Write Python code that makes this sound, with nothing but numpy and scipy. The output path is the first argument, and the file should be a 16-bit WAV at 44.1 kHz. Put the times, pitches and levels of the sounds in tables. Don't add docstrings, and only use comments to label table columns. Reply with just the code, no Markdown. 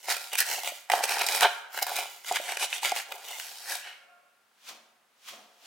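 import sys
import numpy as np
from scipy import signal
from scipy.fft import rfft, irfft
from scipy.io import wavfile
from scipy.ndimage import uniform_filter1d

SR = 44100
rng = np.random.default_rng(int(sys.argv[2]) if len(sys.argv) > 2 else 0)


def bounce(signal):
    frames = np.transpose(np.atleast_2d(signal))
    limited = np.clip(frames, -1, 1)
    pcm = np.round(limited * 32767).astype(np.int16)
    wavfile.write(sys.argv[1], SR, pcm)


N = 249694
T = np.arange(N) / SR
SPREAD = np.array([[1], [-1]])


def undb(db):
    return 10 ** (np.asarray(db) / 20)


def convolve(x, response):
    return signal.fftconvolve(np.atleast_2d(x), np.atleast_2d(response), axes=1)[:, :N]


def colour(x, curve, size=4096):
    hz, db = np.transpose(curve)
    log_hz = np.log(np.fft.rfftfreq(size, 1 / SR) + 1)
    cepstrum = irfft(np.log(undb(np.interp(log_hz, np.log(hz), db))))
    cepstrum[1:size // 2] *= 2
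    cepstrum[size // 2 + 1:] = 0
    response = irfft(np.exp(rfft(cepstrum)))
    return convolve(x, response / np.linalg.norm(response))


def walk(rate):
    return np.interp(T * rate, np.arange(N // 10), rng.standard_normal(N // 10))


def gesture(peak, rise, fall, shape=1.56):
    away = np.maximum((peak - T) / rise, (T - peak) / fall)
    return undb(-10 * np.minimum(away ** shape, 20))


def swell(start, rise, roundness=1):
    span = slice(int(start * SR), min(N, int((start + 14 * rise) * SR)))
    age = np.maximum(T[span] - start, 0) / rise
    return span, (age * np.exp(1 - age)) ** roundness


def grains(rate, scatter_db):
    present = rng.random(N) < rate / SR
    size = undb(scatter_db * np.minimum(rng.exponential(size=N), 4))
    clicks = present * size * rng.choice([-1, 1], N)
    return clicks / np.sqrt(np.mean(clicks ** 2))


def friction(rate, scatter_db, side_db):
    return grains(rate, scatter_db) + undb(side_db) * SPREAD * grains(2 * rate, scatter_db / 2)


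# (frequency [Hz], level [dB])
AIR_EQ = [(25, -24.5), (60, -22.5), (110, -9.5), (170, -9.5), (215, 2.5), (280, -5), (700, 2.5),
          (1500, 3.5), (3000, -2), (6000, -8), (10000, -8.5), (16000, -13)]

def air(level_db=-70, side_db=-5):
    mid, side = rng.standard_normal((2, N))
    return undb(level_db) * colour(mid + undb(side_db) * SPREAD * side, AIR_EQ)


# (peak time [s], rise [s], fall [s], hiss level [dB])
POURS = [(0.048, 0.015, 0.017, -46), (.22, 0.18, .11, -43.5), (.74, 0.086, 0.094, -48),
         (1.5, .05, 0.093, -46.5), (2.109, 0.097, 0.12, -48.5), (2.44, 0.15, 0.049, -45),
         (3.37, 0.059, 0.16, -44), (3.599, 0.34, 0.22, -48)]

def pouring():
    return np.sqrt(sum((undb(db) * gesture(peak, rise, fall)) ** 2 for peak, rise, fall, db in POURS))


# (peak time [s], rise [s], fall [s], rasp [dB], rumble [dB], hiss [dB], scoop resonance [Hz])
PUSHES = [(0.111, 0.029, 0.036, -30, -37, -28.5, 2440), (.336, .014, .022, -36, -42.5, -40.5, 2450),
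          (0.387, .011, 0.015, -30, -48, -26, 2130), (.411, 0.01, 0.018, -29.5, -37, -27.5, 1600),
          (.52, 0.068, 0.088, -38.5, -40, -33, 2520), (0.669, 0.032, 0.035, -36, -39.5, -35, 2430),
          (0.933, 0.023, 0.089, -38.5, -30.5, -36, 2000), (1.04, 0.013, 0.016, -33, -33, -29.5, 2250),
          (1.118, 0.047, 0.08, -34, -35, -33, 2070), (1.215, 0.044, 0.033, -29.5, -31.5, -34.5, 2000),
          (1.34, 0.1, 0.086, -35.5, -35.5, -31.5, 1950), (1.428, .017, 0.031, -20, -23, -27, 1450),
          (1.45, 0.0099, 0.016, -18.5, -15, -41, 2230), (1.78, 0.045, 0.031, -40, -48.5, -40.5, 1590),
          (1.828, .013, 0.017, -33.5, -42, -35, 1630), (1.88, 0.017, 0.048, -38.5, -38, -40, 1680),
          (1.978, 0.066, 0.075, -36, -38, -36.5, 2500), (2.292, 0.03, 0.018, -37.5, -55, -35.5, 1590),
          (2.335, 0.038, 0.022, -45, -38, -41, 2340), (2.36, 0.018, 0.021, -29, -44, -33, 1730),
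          (2.512, 0.065, .045, -39, -39.5, -37.5, 2570), (2.632, 0.035, 0.029, -32, -34.5, -28, 2300),
          (2.753, 0.05, 0.038, -39, -47, -36, 2550), (2.853, 0.024, 0.055, -31, -37.5, -30.5, 2220),
          (2.971, 0.026, 0.045, -36.5, -43, -35.5, 2110), (3.13, 0.059, 0.095, -57, -46, -50.5, 2480),
          (3.31, 0.08, 0.056, -45.5, -49, -44, 2840), (3.722, 0.055, 0.055, -43, -43.5, -36, 2700),
          (3.87, 0.038, 0.069, -44.5, -55.5, -58, 2800)]

def pushing():
    power, pitch, weight = np.zeros((3, N)), 0, 0
    for peak, rise, fall, *db, hz in PUSHES:
        push = gesture(peak, rise, fall) ** 2
        power += undb(db)[:, None] ** 2 * push
        pitch += hz * push
        weight += push
    return np.sqrt(power), pitch / weight


def crumbling(effort, per_s=55, rise_s=.0005, scatter_db=4, largest_db=-25):
    balance_db = np.array([1.5, -3.5, 6.5])
    force = np.zeros((3, N))
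    chance = rng.random((1000, 4))
    starts = np.cumsum(-np.log(chance[:, 0])) / per_s
    for start, luck in zip(starts[starts < T[-1]], chance[:, 1:]):
        span, envelope = swell(start, rise_s)
        variation_db = scatter_db * np.log(luck / (1 - luck)) / 2
        size = effort[:, span.start] * undb(balance_db + variation_db)
        force[:, span] += np.minimum(size, undb(largest_db))[:, None] * envelope
    return force


def stick_slip(slips_per_s=150, settle_s=0.0012):
    slips = (rng.random(N) < slips_per_s / SR) * np.minimum(rng.exponential(size=N), 2)
    jerks = 1 + signal.lfilter([1], [1, -np.exp(-1 / (settle_s * SR))], slips)
    return jerks / np.sqrt(uniform_filter1d(jerks ** 2, size=2000))


def hollow(rasp, centre_hz, width_hz=330, ring_db=2.5, plain_db=-2):
    wavering_hz = centre_hz * (1 + 0.24 * walk(45))
    turn = np.exp(2j * np.pi * np.cumsum(wavering_hz) / SR)
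    pole = np.exp(-np.pi * width_hz / SR)
    band = 2 * np.real(turn * signal.lfilter([1 - pole], [1, -pole], rasp / turn))
    return undb(plain_db) * rasp + undb(ring_db) * band


def walls(x, echo_db=-7, decay_s=0.0025, drift_rate=9, patterns=4):
    t = T[:SR // 40]
    shares = np.array([walk(drift_rate) for _ in range(patterns)])
    shares /= np.linalg.norm(shares, axis=0)
    echoes = 0
    for share in shares:
        response = rng.standard_normal(len(t)) * np.exp(-t / decay_s)
        echoes += share * convolve(x, response / np.linalg.norm(response))
    return (x + undb(echo_db) * echoes) / np.hypot(1, undb(echo_db))


# (frequency [Hz], level [dB])
RUMBLE_EQ = [(30, -55.5), (140, -53), (200, -39), (250, -24), (330, -19), (410, -5.5), (480, -8.5),
             (570, -2.5), (640, -3.5), (710, 2.5), (800, 5), (950, 2.5), (1050, -6), (1500, -9.5),
             (4000, -44.5)]
RASP_EQ = [(100, -64.5), (600, -21), (1000, -9.5), (1250, -9), (1450, 0.5), (1850, -3), (2200, -0.5),
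           (2550, -3.5), (2950, 2), (3400, -5), (4300, -10), (9000, -42)]
HISS_EQ = [(100, -65), (1500, -13), (3000, -7.5), (4000, -2), (5200, -1.5), (6600, -3), (9000, -4.5),
           (12000, -9), (16000, -18.5)]
DUST_EQ = [(100, -69), (4000, -32), (8000, -9.5), (11000, -4), (13500, 0), (16000, -2.5)]
# (time [s], level [dB])
DUST_RIDE = [(0, -11), (.42, -5), (.95, -8.5), (1.45, -9), (1.85, -2), (2.6, -22), (3.1, -8), (3.72, -8)]

def sand():
    (rasp, rumble, hiss), centre_hz = pushing()
    cracks, squeak = cracking(centre_hz)
    rumble_crack, rasp_crack, hiss_crack = cracks + crumbling(np.array([rumble, rasp, hiss]))
    dust_gain = undb(np.interp(T, *np.transpose(DUST_RIDE)))
    pour = pouring()
    dust = np.hypot(dust_gain * hiss, undb(-6) * pour)
    rumble = np.hypot(rumble, undb(-9.5) * pour)
    rasp = np.hypot(rasp, undb(-8.5) * pour)
    hiss = np.hypot(hiss, pour)
    jerks = stick_slip()
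    on_tub = rumble * jerks * friction(rate=3300, scatter_db=0, side_db=-24.5) * undb(-1)
    on_blade = hollow(rasp * jerks * friction(rate=4100, scatter_db=2.5, side_db=-14), centre_hz)
    on_grains = hiss * jerks * friction(rate=11000, scatter_db=3, side_db=-5) * undb(-1)
    on_tub += rumble_crack * friction(rate=13000, scatter_db=0, side_db=-20.5)
    on_blade += rasp_crack * friction(rate=7800, scatter_db=3, side_db=-8.5) * undb(-3.5)
    on_grains += hiss_crack * friction(rate=20000, scatter_db=2.5, side_db=-5.5) * undb(-2)
    dust = dust * stick_slip() + dust_gain * hiss_crack
    sizzle = dust * friction(rate=39000, scatter_db=6, side_db=-3.5)
    grit = colour(on_blade, RASP_EQ) + colour(on_grains, HISS_EQ) + colour(sizzle, DUST_EQ)
    return colour(on_tub, RUMBLE_EQ) + walls(grit) + squeak


# (time [s], level [dB])
SHOVES = [(.068, -84.5), (0.333, -75), (0.898, -68), (1.322, -76), (1.368, -70), (1.825, -73), (1.86, -68),
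          (2.308, -63), (2.558, -79), (2.824, -68)]

def shoving(hz=68, rise_s=0.0042):
    out = np.zeros(N)
    for start, db in SHOVES:
        span, envelope = swell(start, rise_s)
        out[span] += undb(db) * envelope * np.sin(2 * np.pi * hz * (T[span] - start))
    return out


# (time [s], relative level [dB], wall pitch [Hz])
KNOCKS = [(.0831, -22, 760), (.583, -23, 780), (.72, -28, 618), (.9346, -25, 840), (.9396, -22, 760),
          (1.0065, -16, 797), (1.1696, -18, 840), (1.2389, -32, 800), (1.8196, -20, 760),
          (1.9169, -18.5, 796), (1.9857, -21.5, 710), (2.312, -11.5, 771), (2.3993, -22, 615),
          (2.8303, -22, 900), (2.9211, -12, 760)]

def knocks(rise_s=0.0018, trim_db=-5.5, lower_ratio=0.64, lower_db=-16):
    out = np.zeros(N)
    for start, db, hz in KNOCKS:
        span, envelope = swell(start, rise_s)
        phase = 2 * np.pi * hz * (T[span] - start)
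        modes = np.sin(phase) + undb(lower_db) * np.sin(lower_ratio * phase)
        out[span] += undb(db + trim_db) * envelope * modes
    return signal.sosfilt(signal.butter(2, 280, "high", fs=SR, output="sos"), out)


# (time [s], rumble [dB], rasp [dB], hiss [dB])
CRACKS = [(.084, -31.5, -36, -40), (.166, -41, -29.5, -30), (.331, -36, -33, -29.5),
          (0.3537, -37, -24, -26), (0.3844, -52, -30.5, -23), (0.403, -47, -40, -16.5),
          (0.633, -35, -42, -32), (0.8989, -23.5, -18, -29.5), (0.9171, -23, -20.5, -25.5),
          (0.9352, -17, -28, -48), (1.0924, -29, -25.5, -26.5), (1.2165, -35, -24.5, -27.5),
          (1.2643, -39, -42, -23), (1.2862, -40, -23, -29), (1.347, -39.5, -30, -26.5),
          (1.376, -34.5, -29.5, -28), (1.408, -38, -21, -20.5), (1.744, -33, -39, -43),
          (1.7747, -28.5, -25.5, -38), (1.7877, -36, -27, -38), (1.824, -32, -44, -24),
          (1.8665, -33, -31.5, -31), (1.987, -43, -29.5, -33), (2.2455, -49, -42.5, -45),
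          (2.3227, -32, -38, -27.5), (2.3676, -33, -23.5, -29.5), (2.57, -32, -27, -28),
          (2.7274, -48, -21.5, -52), (2.831, -35.5, -37, -30), (2.848, -32, -19.5, -35),
          (2.9169, -36, -26.5, -30), (2.9623, -30, -30, -45), (3.1166, -33, -36, -52),
          (3.121, -38, -28, -35), (3.3975, -63, -32, -31.5)]

def cracking(centre_hz, rise_s=.0011, squeak_db=-1.5):
    force, squeak = np.zeros((3, N)), np.zeros(N)
    for start, *db in CRACKS:
        span, envelope = swell(start, rise_s, roundness=0.74)
        force[:, span] += undb(db)[:, None] * envelope
        tone = np.sin(2 * np.pi * centre_hz[span.start] * (T[span] - start))
        squeak[span] += undb(db[1] + squeak_db) * envelope * tone
    return force, squeak


# (frequency [Hz], relative level [dB], t60 [s])
BLADE_MODES = [(575, -4, 0.37), (710, 2.5, 0.24), (1100, -2.5, .5), (1286, -6.5, .35), (1389, -1.5, 0.8),
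               (1590, -11.5, 0.53), (1660, -12, 0.93), (2175, -15, .3), (2240, -10, 0.35),
               (2460, -11.5, 0.31), (2740, -8, 0.12)]

def blade(rubbing, ring_db=-24, wobble_hz=20, graze_db=-61.5):
    t = T[:SR]
    ring = 0
    for hz, db, t60 in BLADE_MODES:
        decay = np.log(1000) / t60
        phase = 2 * np.pi * np.cumsum(hz + wobble_hz * walk(110)[:SR]) / SR
        ring += undb(db) * np.sqrt(decay) * np.exp(-decay * t) * np.sin(phase)
    ring = signal.sosfilt(signal.butter(2, 400, "high", fs=SR, output="sos"), ring)
    graze = undb(graze_db) * gesture(peak=4.02, rise=0.14, fall=0.26)
    drive = undb(ring_db) * rubbing + graze * friction(rate=6500, scatter_db=0, side_db=-6.5)
    return convolve(drive, ring / np.linalg.norm(ring))


# (frequency [Hz], level [dB])
DRUM_EQ = [(40, -34.5), (110, -26.5), (150, -16), (185, -13), (217, 1), (260, -5.5), (400, -4.5),
           (540, 0.5), (700, 5), (900, 1), (1200, -2.5), (3000, -23.5)]
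SWISH_EQ = [(150, -41.5), (700, -10), (1100, -2.5), (1900, -2.5), (3100, 2), (4200, -1), (6000, -2),
            (8000, -7.5), (12000, -11), (16000, -13.5)]
# (peak time [s], rise [s], fall [s], swish [dB], drum [dB], drum lag [s])
WIPES = [(4.692, 0.016, 0.017, -38, -50.5, 0.012), (5.288, .016, 0.03, -39.5, -47.5, 0.046),
         (5.66, 0.028, 0.045, -49.5, -55, .01)]

def canvas(shape=0.6, drum_shape=.55):
    swish, drum = np.zeros((2, N))
    for peak, rise, fall, swish_db, drum_db, lag in WIPES:
        swish += undb(swish_db) * gesture(peak, rise, fall, shape)
        drum += undb(drum_db) * gesture(peak + lag, rise=.016, fall=0.058, shape=shape)
    weave = friction(rate=4300, scatter_db=2, side_db=-14)
    fine_sand = friction(rate=14000, scatter_db=3, side_db=-5)
    return colour(drum * weave, DRUM_EQ) + colour(swish * fine_sand, SWISH_EQ)


# (frequency [Hz], t60 [s], level [dB])
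REVERB_BANDS = [(100, .6, -20), (300, 0.66, -14), (705, 1, -20), (1530, 0.78, -10), (3300, 0.55, -9.5),
                (7100, 0.56, -13), (13860, 0.41, -22)]

def studio(x, far_db=5, side_db=-4, build_s=0.0024):
    t = T[:SR]
    hz, t60, db = np.transpose(REVERB_BANDS)
    mid, side = rng.standard_normal((2, SR))
    spectrum = rfft(mid + undb(side_db) * SPREAD * side)
    log_hz = np.log(np.fft.rfftfreq(SR, 1 / SR) + 1)
    response = 0
    for band, seconds, gain in zip(np.eye(len(hz)), t60, undb(db)):
        band_noise = irfft(spectrum * np.interp(log_hz, np.log(hz), band), SR)
        tail = np.exp(-np.log(1000) * t / seconds) * (1 - np.exp(-t / build_s))
        response += gain * tail / np.linalg.norm(tail) * band_noise
    send = undb(np.interp(T, [3.1, 3.3], [0, far_db]))
    return convolve(x.mean(axis=0) * send, response)


def scene():
    action = sand() + knocks() + shoving() + canvas()
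    action += blade(action)
    pan_db = np.interp(T, [0, 2.8, 3.6], [-1.5, -1.1, 0])
    return (action + studio(action)) * undb(SPREAD * pan_db / 2) + air()


def record(dry, top_hz=16050):
    return signal.sosfilt(signal.ellip(10, .2, 80, top_hz, fs=SR, output="sos"), dry)


dry = scene()
out = record(dry)
bounce(out)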